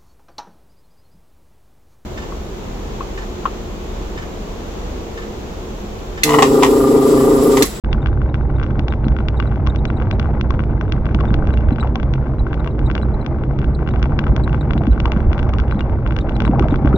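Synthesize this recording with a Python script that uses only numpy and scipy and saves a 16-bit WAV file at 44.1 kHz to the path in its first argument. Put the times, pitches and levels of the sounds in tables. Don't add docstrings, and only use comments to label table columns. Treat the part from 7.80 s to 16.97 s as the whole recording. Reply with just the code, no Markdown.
import sys
import numpy as np
from scipy import signal
from scipy.fft import rfft, irfft, next_fast_len
from scipy.io import wavfile
from scipy.ndimage import uniform_filter1d, minimum_filter1d

SR = 44100
rng = np.random.default_rng(int(sys.argv[2]) if len(sys.argv) > 2 else 0)


def waveform_to_disk(signal):
    frames = np.transpose(np.atleast_2d(signal))
    scaled = np.clip(frames, -1, 1) * 32767
    samples = np.round(scaled).astype(np.int16)
    wavfile.write(sys.argv[1], SR, samples)


N = 404397

# time in seconds, then base levels of boom, roar and crunch in dB.
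ROAD = [(0.04, -16, -22.5, -35.5), (1.4, -19, -21.5, -37), (1.79, -18, -22, -35), (2.18, -17.5, -20, -34.5),
        (3.15, -18.5, -21.5, -35), (3.54, -15, -19, -33), (4.12, -18.5, -22.5, -36),
        (4.9, -21.5, -21.5, -35.5), (5.09, -17.5, -20, -36), (5.48, -18.5, -21.5, -35.5),
        (7.03, -17, -19.5, -33.5), (7.62, -16, -20.5, -33.5), (8.39, -17, -21.5, -35),
        (8.78, -17, -16.5, -31), (9.17, -13.5, -19.5, -32.5)]
# time in seconds, strength in dB, hardness as spectral
# tilt in dB per octave.
STONES = [(0.0455, -17, -6), (0.1292, -10.5, -0.5), (0.1458, -22.0, -18), (0.181, -25, -17),
          (0.2285, -24, -13), (0.2596, -11.0, -6), (0.2705, -18, -1.5), (0.2852, -22, -16),
          (0.3292, -25, -19), (0.3742, -27, -21), (0.4167, -17.0, -12), (0.4601, -25.5, -15),
          (0.543, -13.0, -4.5), (0.554, -21.5, -7), (0.6102, -22.5, -19), (0.701, -24, -18),
          (0.784, -21.5, -12), (0.798, -16.5, -7), (0.8145, -20, -14), (0.8291, -15.5, -6),
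          (0.8342, -20.5, 1.5), (0.8418, -21, -13), (0.8638, -20.5, -6), (0.8845, -34, -26),
          (0.9076, -20, -6.5), (0.9557, -25, -18), (0.9933, -14, 1), (1.0823, -14.0, 1), (1.1235, -13, -6),
          (1.1369, -16.5, -7), (1.2428, -19.5, -8), (1.2827, -16, -0.5), (1.3193, -24, -14),
          (1.365, -16, -7), (1.3874, -17, -3.5), (1.4045, -19, -13), (1.4845, -14, 3), (1.5433, -23, -23),
          (1.6004, -9.5, -3), (1.6254, -16, -7), (1.636, -27, -10), (1.6564, -23, -20), (1.6755, -24, -13),
          (1.7149, -22.5, -8), (1.7222, -20.5, -14), (1.7416, -28, -11), (1.7582, -23, -4),
          (1.8654, -17.5, -2), (1.8712, -15, 1.5), (1.8847, -27, -18), (1.9486, -21.5, -14),
          (1.9594, -20, 2.5), (2.0531, -14.5, 2.5), (2.1017, -13.0, -9), (2.184, -28, -14),
          (2.2001, -18, -9), (2.2144, -26.0, -28), (2.2214, -15, -6), (2.2705, -24, -16),
          (2.3116, -12.5, 2), (2.3277, -23.5, -8), (2.397, -10, 1), (2.4158, -21, -9),
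          (2.4277, -18.5, -5.5), (2.4448, -21.5, -16), (2.457, -21, -22), (2.4718, -27, -20),
          (2.5397, -26, -12), (2.5535, -30, -15), (2.6111, -11.5, 0), (2.6447, -33, -20),
          (2.7061, -13.0, 1), (2.7221, -28, -26), (2.74, -22, -5), (2.7479, -24.5, -18),
          (2.7927, -11.5, -10.5), (2.8041, -17, -7), (2.8371, -19.5, -4.5), (2.899, -28, -18),
          (3.0111, -10, -6), (3.0799, -28, -11), (3.098, -29, -12), (3.1219, -11.5, 1.5),
          (3.1348, -22.5, -13), (3.1787, -25, -24), (3.256, -21, -1), (3.2658, -15.5, -12),
          (3.2895, -20.5, -14), (3.3107, -22, -12), (3.3465, -12.5, 1.5), (3.3891, -19.5, -17),
          (3.402, -20.0, -1.5), (3.4072, -17, -1), (3.4538, -17, -5), (3.4783, -24.5, -17),
          (3.505, -18, -10), (3.5412, -11, 1.5), (3.6241, -21.5, -28.5), (3.642, -27.5, -14),
          (3.6534, -24.5, -12), (3.6717, -21, 0), (3.6903, -21, -14), (3.7053, -21.0, -7),
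          (3.7237, -29.5, -26), (3.739, -18, -3), (3.773, -17, -2), (3.8069, -22.5, -4.5),
          (3.8866, -19.5, -6), (3.9067, -20, -5), (3.924, -28.0, -10), (3.9597, -24, -3),
          (3.984, -13.5, -10.5), (3.998, -19, -3), (4.0282, -16, -17), (4.035, -20.0, -12),
          (4.0728, -22.5, -3.5), (4.1564, -11.5, 0), (4.199, -16, -5), (4.2302, -17.5, -4.5),
          (4.2806, -29.5, -21), (4.3373, -14, 1.5), (4.3543, -27.5, -8), (4.38, -29, -22),
          (4.4257, -27, -19), (4.4458, -29, -16), (4.4612, -27.5, -9), (4.4689, -26.0, -15),
          (4.4805, -28, -15), (4.5364, -27, -18), (4.5845, -27, -12), (4.667, -17, -19), (4.6852, -28, -15),
          (4.7303, -13.0, -7), (4.742, -19, -2.5), (4.7764, -26.0, -18), (4.7951, -29, -15),
          (4.8446, -20, -3), (4.8613, -23.5, -4), (4.8745, -17.0, -1.5), (4.9915, -18.5, -3.5),
          (5.0148, -29, -17), (5.1003, -11.5, -11), (5.113, -17, -1), (5.1518, -11.5, 0.5),
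          (5.164, -18, -12), (5.1788, -15.5, -3), (5.2146, -25, -6), (5.2317, -23, -28), (5.2854, -26, -19),
          (5.3975, -31, -11), (5.446, -28, -8), (5.4627, -14.5, 1), (5.5447, -26.5, -18),
          (5.5858, -26.0, -17), (5.6365, -17.5, -8), (5.71, -23.5, -19), (5.7887, -19, -2),
          (5.816, -23, -4), (5.8291, -22.5, -19), (5.8436, -17.5, -4.5), (5.991, -22.5, -19),
          (6.0285, -25.5, -18), (6.0636, -24.5, -13), (6.0746, -14.5, -6), (6.0888, -13.5, -2.5),
          (6.138, -18, -11), (6.1596, -20.5, -5), (6.1943, -30, 4.5), (6.218, -22, -13), (6.2279, -9, 0),
          (6.241, -14.5, -13), (6.2564, -20, -6), (6.2947, -28, -14), (6.3089, -32, -19),
          (6.321, -19.5, -23), (6.3904, -5.5, -1.5), (6.4399, -16, -5.5), (6.4675, -15.0, -5.5),
          (6.4804, -23, -7), (6.4898, -31, -17), (6.5635, -10.5, 1.5), (6.5785, -24, -23),
          (6.598, -23.0, -10), (6.677, -11, -11), (6.6942, -23, -5), (6.7292, -16.0, -4),
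          (6.7446, -13.5, -12), (6.76, -29, -8), (6.777, -26, -17), (6.829, -26.0, -16), (6.8493, -36, -14),
          (6.874, -29, -19), (6.9077, -9.5, -7.5), (6.9338, -15.5, -1.5), (6.9778, -17, -3),
          (7.0182, -22, -15), (7.036, -21, -5), (7.055, -23.0, -10), (7.0688, -16, -3.5),
          (7.1198, -28.5, -22), (7.1304, -23, -2), (7.1618, -25, -15), (7.1778, -17, -20),
          (7.2014, -12.5, 1.5), (7.2437, -30, -22), (7.2562, -10.5, -2), (7.2789, -29, 2),
          (7.3189, -11, 0.5), (7.3343, -20.5, -11), (7.3628, -19, -16), (7.3718, -18, -6),
          (7.404, -16.5, -8), (7.5156, -19.5, -14), (7.5303, -11.5, -3), (7.5457, -19, -8),
          (7.5792, -14.0, -4), (7.5918, -14.5, -3), (7.597, -19, -5), (7.6289, -16, -3), (7.6449, -27, -14),
          (7.6914, -19, -2), (7.7368, -17.5, 0.5), (7.7506, -26, -10), (7.7845, -17, 0.5),
          (7.7926, -18.0, -21), (7.7996, -16.5, 1.5), (7.8381, -25, -18), (7.8804, -24, -5),
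          (7.8955, -24, -11), (7.9107, -19.5, -2), (7.9236, -16, -19), (7.9453, -24, -8), (7.993, -21, -4),
          (8.0068, -13, -2), (8.0963, -21.5, -10), (8.1865, -32, -28), (8.2632, -14, -11), (8.2744, -26, 2),
          (8.308, -15, -7), (8.3225, -19.5, -3), (8.3644, -13.5, -1), (8.3789, -24, -13),
          (8.3879, -14.5, 0.5), (8.4721, -24, -15), (8.4882, -20, -14), (8.4934, -15.5, -3),
          (8.521, -24, -7), (8.565, -20.5, 1), (8.6029, -8.5, -1.5), (8.62, -16, 0), (8.6389, -24, -7),
          (8.651, -10.5, -4), (8.668, -23, -26), (8.6773, -15.5, -6), (8.795, -9, -1), (8.8243, -22, 0),
          (8.8418, -17.5, -11), (8.8843, -16.5, -3), (8.908, -23, -5), (8.9219, -21.0, -5),
          (8.9419, -13.0, -12), (8.9582, -17, -1.5), (9.0115, -32, -22), (9.0314, -32.0, -22),
          (9.0473, -19, -15), (9.0581, -20, -3), (9.074, -10, -11), (9.0906, -33.5, 5), (9.129, -27, -26),
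          (9.135, -21, -20)]


def gain_of(db):
    return 10 ** (np.asarray(db) / 20)


def unit_rms(x):
    return x / np.sqrt(np.mean(x ** 2) + 1e-20)


def at_frequency(points, hz):
    point_hz, value = np.transpose(points)
    return np.interp(np.log(hz + 1), np.log(point_hz + 1), value)


def curve(rows, column):
    rows = np.asarray(rows)
    return np.interp(np.arange(N) / SR, rows[:, 0], rows[:, column])


def add(mix, start_s, sound):
    part = mix[:, max(round(start_s * SR), 0):][:, :sound.shape[1]]
    part += sound[:, :part.shape[1]]


def wander(cutoff_hz):
    hz = np.fft.rfftfreq(N, 1 / SR)
    return unit_rms(irfft(rfft(rng.standard_normal(N)) * np.exp(-(hz / cutoff_hz) ** 2), N))


def cabin_noise(spectrum):
    # frequency in Hz, coherence, left minus right in dB, left lead in radians.
    field = [(22, .985, -4, .12), (55, .993, -2.3, .31), (130, .986, -.4, .27), (350, .99, 1, .1),
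             (550, .975, 1.8, .06), (1150, .9, 5, -.13), (1500, .85, 5.5, -.5), (2100, .3, 4, -1.5),
             (3000, .4, 1, -2)]
    size = next_fast_len(N)
    hz = np.fft.rfftfreq(size, 1 / SR)
    shared, own = rfft(rng.standard_normal((2, size)))
    coherence, lean_db, lead = (at_frequency(np.array(field)[:, [0, k]], hz) for k in range(1, 4))
    lean = gain_of(lean_db / 2)
    right = (coherence * shared + np.sqrt(1 - coherence ** 2) * own) * np.exp(-1j * lead)
    colour = gain_of(at_frequency(spectrum, hz)) / (1 + (hz / spectrum[-1][0]) ** 4)
    pair = irfft(np.array([shared * lean, right / lean]) * colour, size)[:, :N]
    return pair / pair.mean(0).std()


def swells_db(half_width_s=0.032):
    # time in seconds, level change in dB.
    swells = [(.08, 1), (.14, 6), (0.462, 3.5), (.82, -1), (1.321, 4.5), (1.859, 5.5), (2.29, 2),
              (2.47, 6.5), (2.749, 6.5), (2.921, 6), (3.01, -9), (3.06, 7.5), (3.209, 7), (3.878, 8.5),
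              (3.97, -4), (4.62, 8.5), (5.041, 7.5), (5.358, 5), (5.45, -8.5), (5.871, 1.5), (6.5, 7.5),
              (7.12, 13), (7.48, 11), (7.629, 2), (8.111, 4), (8.44, -5)]
    t = np.arange(N) / SR
    return sum(db / (1 + ((t - s) / half_width_s) ** 2) ** 2 for s, db in swells)


def rolling(roar_db=-1.0, crunch_db=-0.02, lumpy_db=3.0, steadiness=0.35):
    # frequency in Hz, relative spectral density in dB.
    boom_spectrum = [(8, -28), (20, -8.5), (38, -9.5), (50, -3), (62, 5), (70, -8.5), (87, -8), (96, -4),
                     (110, -23), (160, -44)]
    roar_spectrum = [(70, -34), (108, -4), (130, 2), (150, -5.5), (175, -11), (220, -5.5), (260, -13),
                     (320, -9.5), (400, -15.5), (520, -19.5), (900, -48.5)]
    crunch_spectrum = [(280, -22), (450, -4), (550, -3), (630, 1), (700, -4.5), (800, -0.5), (1000, -8.5),
                       (1500, -15.5), (1800, -23), (2100, -20), (3300, -45.5), (4500, -45), (6000, -50.5),
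                       (7000, -65)]
    boom = cabin_noise(boom_spectrum)
    envelope = np.sqrt(abs(uniform_filter1d(boom.mean(0) ** 2, size=3000)) + 1e-6)
    boom = boom / envelope ** steadiness
    boom *= gain_of(curve(ROAD, 1) + swells_db())
    roar = cabin_noise(roar_spectrum) * gain_of(curve(ROAD, 2) + roar_db)
    crunch = cabin_noise(crunch_spectrum) * gain_of(curve(ROAD, 3) + crunch_db + lumpy_db * wander(59))
    return boom + roar + crunch


def engine(speed_jitter=0.005, flutter_db=2.5):
    # time in seconds, speed in turns per second, drone level in dB.
    crank = [(0, 35.64, -27.5), (.7, 33.08, -23), (1.5, 31.58, -41), (2.0, 37.02, -26), (2.8, 38.55, -34.5),
             (3.7, 39.35, -26), (3.95, 33.15, -24.5), (4.5, 33.43, -24.5), (5.2, 31.92, -32),
             (5.9, 35.1, -22.5), (6.8, 36.87, -23.5), (7.3, 32.28, -28), (8.2, 32.27, -38),
             (9.17, 33.67, -21.5)]
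    # multiple of the crank speed, relative level in dB.
    orders = [(2, -2), (3, -14.5), (4, -2), (5, -13.5), (6, -16)]
    turns = np.cumsum(curve(crank, 1) * (1 + speed_jitter * wander(5))) / SR
    drone = np.zeros(N)
    for order, db in orders:
        drone += gain_of(db + flutter_db * wander(9)) * np.sin(2 * np.pi * (order * turns + rng.random()))
    return unit_rms(drone) * gain_of(curve(crank, 2))


def after_stones(decay_s=0.016, knee_db=-15.5):
    t = np.linspace(0, N / SR, num=4000)
    decays = sum(gain_of(db - knee_db) * (t > s) * np.exp(-abs(t - s) / decay_s) for s, db, _ in STONES)
    return np.interp(np.arange(N) / SR, t, np.tanh(decays))


def hiss(swell_db=-60, steady_db=-70):
    # frequency in Hz, relative spectral density in dB.
    spectrum = [(1200, -20.5), (2200, 0.5), (2800, -2.5), (3500, 0.5), (4600, -7), (5900, -5), (6500, -13),
                (7800, -12), (8400, -29)]
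    return cabin_noise(spectrum) * (gain_of(steady_db) + gain_of(swell_db) * after_stones())


def stone(strength_db, hardness, scatter_db=1.4, detune=0.03, linger=1.0, lead_s=0.002):
    # frequency in Hz, base decay time in ms, relative level in dB.
    modes = [(1151, 3.6, -26.5), (1552, 1.3, -12), (3000, 3.3, -19.5), (2743, 0.42, 0), (6060, .37, -11)]
    # delay in ms, signed gain.
    paths_left = [(.05, .46), (.3, -.95), (.6, 1), (.84, .56), (1.45, .72), (2.63, .4)]
    paths_right = [(0, .48), (.17, -.53), (.37, -.45), (.88, -.46), (1.36, -.38), (2.28, -.16)]
    hz = np.fft.rfftfreq(512, 1 / SR)
    s = 2j * np.pi * hz / 1000
    mode_hz, decay_ms, db = np.transpose(modes)[:, :, None]
    size, shift, hold = np.clip(rng.standard_normal((3, len(modes), 1)), -2, 2)
    decay_ms = decay_ms * linger * 2 ** (0.3 * hold - 0.018 * hardness)
    omega = 2 * np.pi * mode_hz * (1 + detune * shift) / 1000
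    resonances = gain_of(db + scatter_db * size) * omega / ((s + 1 / decay_ms) ** 2 + omega ** 2)
    ring = resonances.sum(0) * SR / 1000

    pivot_hz, soft_hz = 1770, 3400
    blow = gain_of(strength_db + hardness * np.log2(np.clip(hz, 1280, 4800) / pivot_hz))
    blow *= gain_of(0.79 * min(hardness, 0) * np.log2(np.maximum(hz / soft_hz, 1)))

    delay_ms, gain = np.array([paths_left, paths_right]).transpose(2, 0, 1)[..., None]
    gain = gain * gain_of(rng.standard_normal(gain.shape))
    paths = (gain * np.exp(-s * delay_ms)).sum(1)
    return np.roll(irfft(ring * blow * paths), round(lead_s * SR), axis=1)


def grit(level_db=-2, spread_db=2.0, count=520):
    out, crunch_db, sharpening = np.zeros((2, N)), curve(ROAD, 3), after_stones()
    landings = rng.integers(0, N, count)
    for at, (size, hard) in zip(landings, np.clip(rng.standard_normal((count, 2)), -2, 2)):
        db = crunch_db[at] + level_db + spread_db * size
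        hardness = -13 + 4 * sharpening[at] + 2 * hard
        add(out, at / SR, stone(db, hardness, scatter_db=5.0, detune=0.06, linger=1.35))
    return out


def gravel(lead_s=0.002):
    out = np.zeros((2, N))
    for s, db, hardness in STONES:
        add(out, s - lead_s, stone(db, hardness, lead_s=lead_s))
    return out


def squeaks(width_s=0.0042, glide=0.035, wobble=0.04, stutter_db=5, octave_db=-21):
    # centre time in seconds, relative level in dB, pitch in Hz, roughness from 0 to 1.
    slips = [(0.118, -48, 3680, 0.24), (0.223, -47, 3650, 0.4), (0.33, -59, 3730, 0.5),
             (0.498, -53, 3760, 0.4), (0.62, -57, 3780, .6), (0.765, -49, 3670, 0.5),
             (1.033, -63, 3700, 0.1), (1.106, -41, 3730, 0.33), (1.252, -48.5, 3870, .8),
             (1.403, -54, 3900, .6), (1.574, -43, 3840, 0.4), (1.673, -45, 3900, 0.2),
             (1.9, -36.5, 3720, .4), (1.988, -44, 3730, .3), (2.081, -44, 3890, 0.3),
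             (2.171, -45, 3780, 0.45), (2.331, -46, 3900, 0.5), (3.094, -51, 3760, .7),
             (3.486, -44.5, 3600, 0.2), (3.735, -44, 3880, .5), (3.927, -44.5, 3990, 0.1),
             (4.009, -30, 3910, 0.2), (4.596, -42, 3970, 0.2), (4.801, -47, 3830, 0.5),
             (4.912, -53, 3820, 0.4), (5.065, -38, 3830, .4), (5.227, -38, 3940, 0.1),
             (5.343, -47, 3990, 0.29), (5.415, -45.5, 4010, 0.1), (5.95, -42, 3980, 0.9),
             (6.111, -45, 3800, 0.5), (6.64, -36.5, 3920, .5), (6.812, -35, 3930, 0.5),
             (6.983, -43, 3850, 0.5), (7.115, -36, 3930, 0.36), (7.919, -42, 3940, 0.6),
             (7.96, -51, 4120, 0.8), (7.993, -39, 3860, 0.7), (8.41, -38.5, 3730, 0.65),
             (8.557, -40.5, 3986, 0.16), (8.66, -37, 3920, 0.54), (8.908, -45, 3770, .9),
             (9.159, -34, 3820, 0.4)]
    # delay in seconds, left and right gain in dB.
    paths = [(0, -5, 3), (.00245, 0, -12), (.00632, -8, -4)]
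    out, t = np.zeros((2, N)), np.arange(-900, 900) / SR
    for (s, db, hz, rough), (stretch, sag) in zip(slips, rng.random((len(slips), 2))):
        age = t / (width_s * 2 ** (stretch - 0.5))
        noise = rng.standard_normal((2, len(t)))
        slip, grip = unit_rms(signal.oaconvolve(noise, np.hanning(100)[None], "same"))
        pitch_hz = hz * (1 - glide * (0.21 + sag) * np.tanh(age) + wobble * rough * slip)
        phase = 2 * np.pi * np.cumsum(pitch_hz) / SR
        tone = (np.sin(phase) + gain_of(octave_db) * np.sin(2 * phase)) / np.cosh(2 * age)
        tone *= gain_of(db + stutter_db * rough * grip)
        for delay, left_db, right_db in paths:
            add(out, s + t[0] + delay, tone * gain_of([[left_db], [right_db]]))
    return out


def bumps(level_db=3.0, swell_s=0.005, ring_db=-8, ring_t60=0.1, rebound_db=-8, rebound_s=0.00993):
    # start in seconds, relative level in dB, pitch in Hz.
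    thumps = [(0.987, -15, 214), (1.264, -15.5, 209), (3.346, -13, 191), (3.509, -13, 210),
              (3.917, -11, 238), (6.532, -17, 218), (6.951, -13.5, 213), (7.074, -9, 230),
              (7.363, -13, 224), (7.952, -14, 217), (8.635, -16, 240), (8.692, -5.5, 257),
              (8.806, -10.5, 278), (8.922, -9, 262), (9.0454, -7.5, 255), (9.139, -6.5, 266)]
    # nominal multiple of the thump pitch, relative level in dB.
    modes = [(0.719, -4.5), (1, 1.5), (1.3, 2)]
    out, t = np.zeros((2, N)), np.arange(5000) / SR
    age, from_peak = t / swell_s, t - swell_s
    for s, db, hz in thumps:
        phase = 2 * np.pi * hz * from_peak
        hit = sum(gain_of(mode_db) * np.sin(phase * k * rng.uniform(0.73, 1.15)) for k, mode_db in modes)
        thud = hit * age ** 2 * np.exp(2 * (1 - age))
        thud /= abs(thud).max()
        ring = np.sin(phase) * np.tanh(age) * gain_of(ring_db - 60 * t / ring_t60)
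        add(out, s, gain_of(db + level_db) * (thud + ring) * gain_of([[0.5], [-0.5]]))
        add(out, s + rebound_s, gain_of(db + level_db + rebound_db) * thud * np.ones((2, 1)))
    return out


def heat_shield(t60=0.036, rise_s=0.00092, left_db=3):
    # start in seconds, relative level in dB, pitch in Hz.
    notes = [(1.601, -22, 1130), (1.602, -29, 2810), (1.871, -18, 1100), (2.705, -15, 1095),
             (3.408, -18.5, 1100), (3.773, -28.5, 2770), (4.8745, -23.5, 1134), (4.875, -31.5, 2760),
             (5.178, -31.5, 2810), (7.593, -23, 1125), (8.008, -25, 2804), (8.648, -22, 1130)]
    out, t = np.zeros((2, N)), np.arange(3000) / SR
    for s, db, hz in notes:
        envelope = gain_of(db - 60 * t / t60) * (1 - np.exp(-t / rise_s))
        add(out, s, envelope * np.sin(2 * np.pi * hz * t) * gain_of([[left_db], [-left_db]]))
    return out


def rattles(level_db=-3, fall_db=4.8, spread_s=0.038, rise_s=0.00035, t60=0.043, count=6):
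    # start in seconds, relative level in dB, nominal pitch in Hz.
    clusters = [(3.437, -16.5, 830), (3.624, -20, 786), (4.029, -20, 1180), (4.046, -10.5, 870),
                (4.155, -15, 1110), (6.465, -17, 1100), (7.008, -15, 770), (7.254, -12.5, 1010),
                (7.733, -16.5, 1043), (8.445, -14.5, 640), (8.676, -15, 890), (8.734, -9, 870),
                (8.757, -19, 1400), (8.786, -12.5, 848), (8.823, -16, 1150), (8.854, -14, 666),
                (9.07, -12, 700), (9.129, -15.5, 1300)]
    out, t = np.zeros((2, N)), np.arange(1500) / SR
    envelope = (1 - np.exp(-(t / rise_s) ** 2)) * gain_of(-60 * t / t60)
    for s, db, hz in clusters:
        for k, (late, pitch) in enumerate(rng.random((count, 2))):
            tone = np.sin(2 * np.pi * hz * (0.7 + 0.5 * pitch) * t)
            knock = gain_of(db + level_db - fall_db * k) * envelope * tone
            add(out, s + spread_s * late * k / count, knock * gain_of([[2], [-2]]))
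    return out


def through_floor(x, cutoff_hz=5680):
    return signal.sosfilt(signal.butter(N=10, Wn=cutoff_hz, fs=SR, output="sos"), x)


def cabin_reverb(x, tail_db=-24, t60=0.14):
    t = np.arange(5000) / SR
    tail = rng.standard_normal((2, len(t))) * gain_of(-60 * t / t60)
    return x + gain_of(tail_db) * signal.oaconvolve(x, tail / np.linalg.norm(tail[0]), axes=1)[:, :N]


def scene():
    ride = rolling() + engine() + bumps() + hiss()
    transients = through_floor(gravel() + grit()) + heat_shield() + rattles() + squeaks()
    return ride + cabin_reverb(transients)


def record(dry):
    start_s, fade_s, ceiling, edge_hz = 0.037, 0.0083, 0.9, 13000
    faded = dry * np.clip((np.arange(N) / SR - start_s) / fade_s, 0, 1)
    gain = ceiling / np.maximum(abs(faded).max(0), ceiling)
    limited = faded * uniform_filter1d(minimum_filter1d(gain, size=441), size=441)
    lowpass = signal.firwin(255, edge_hz, window=("kaiser", 9), fs=SR)
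    return signal.oaconvolve(limited, lowpass[None], "same")


dry = scene()
out = record(dry)
waveform_to_disk(out)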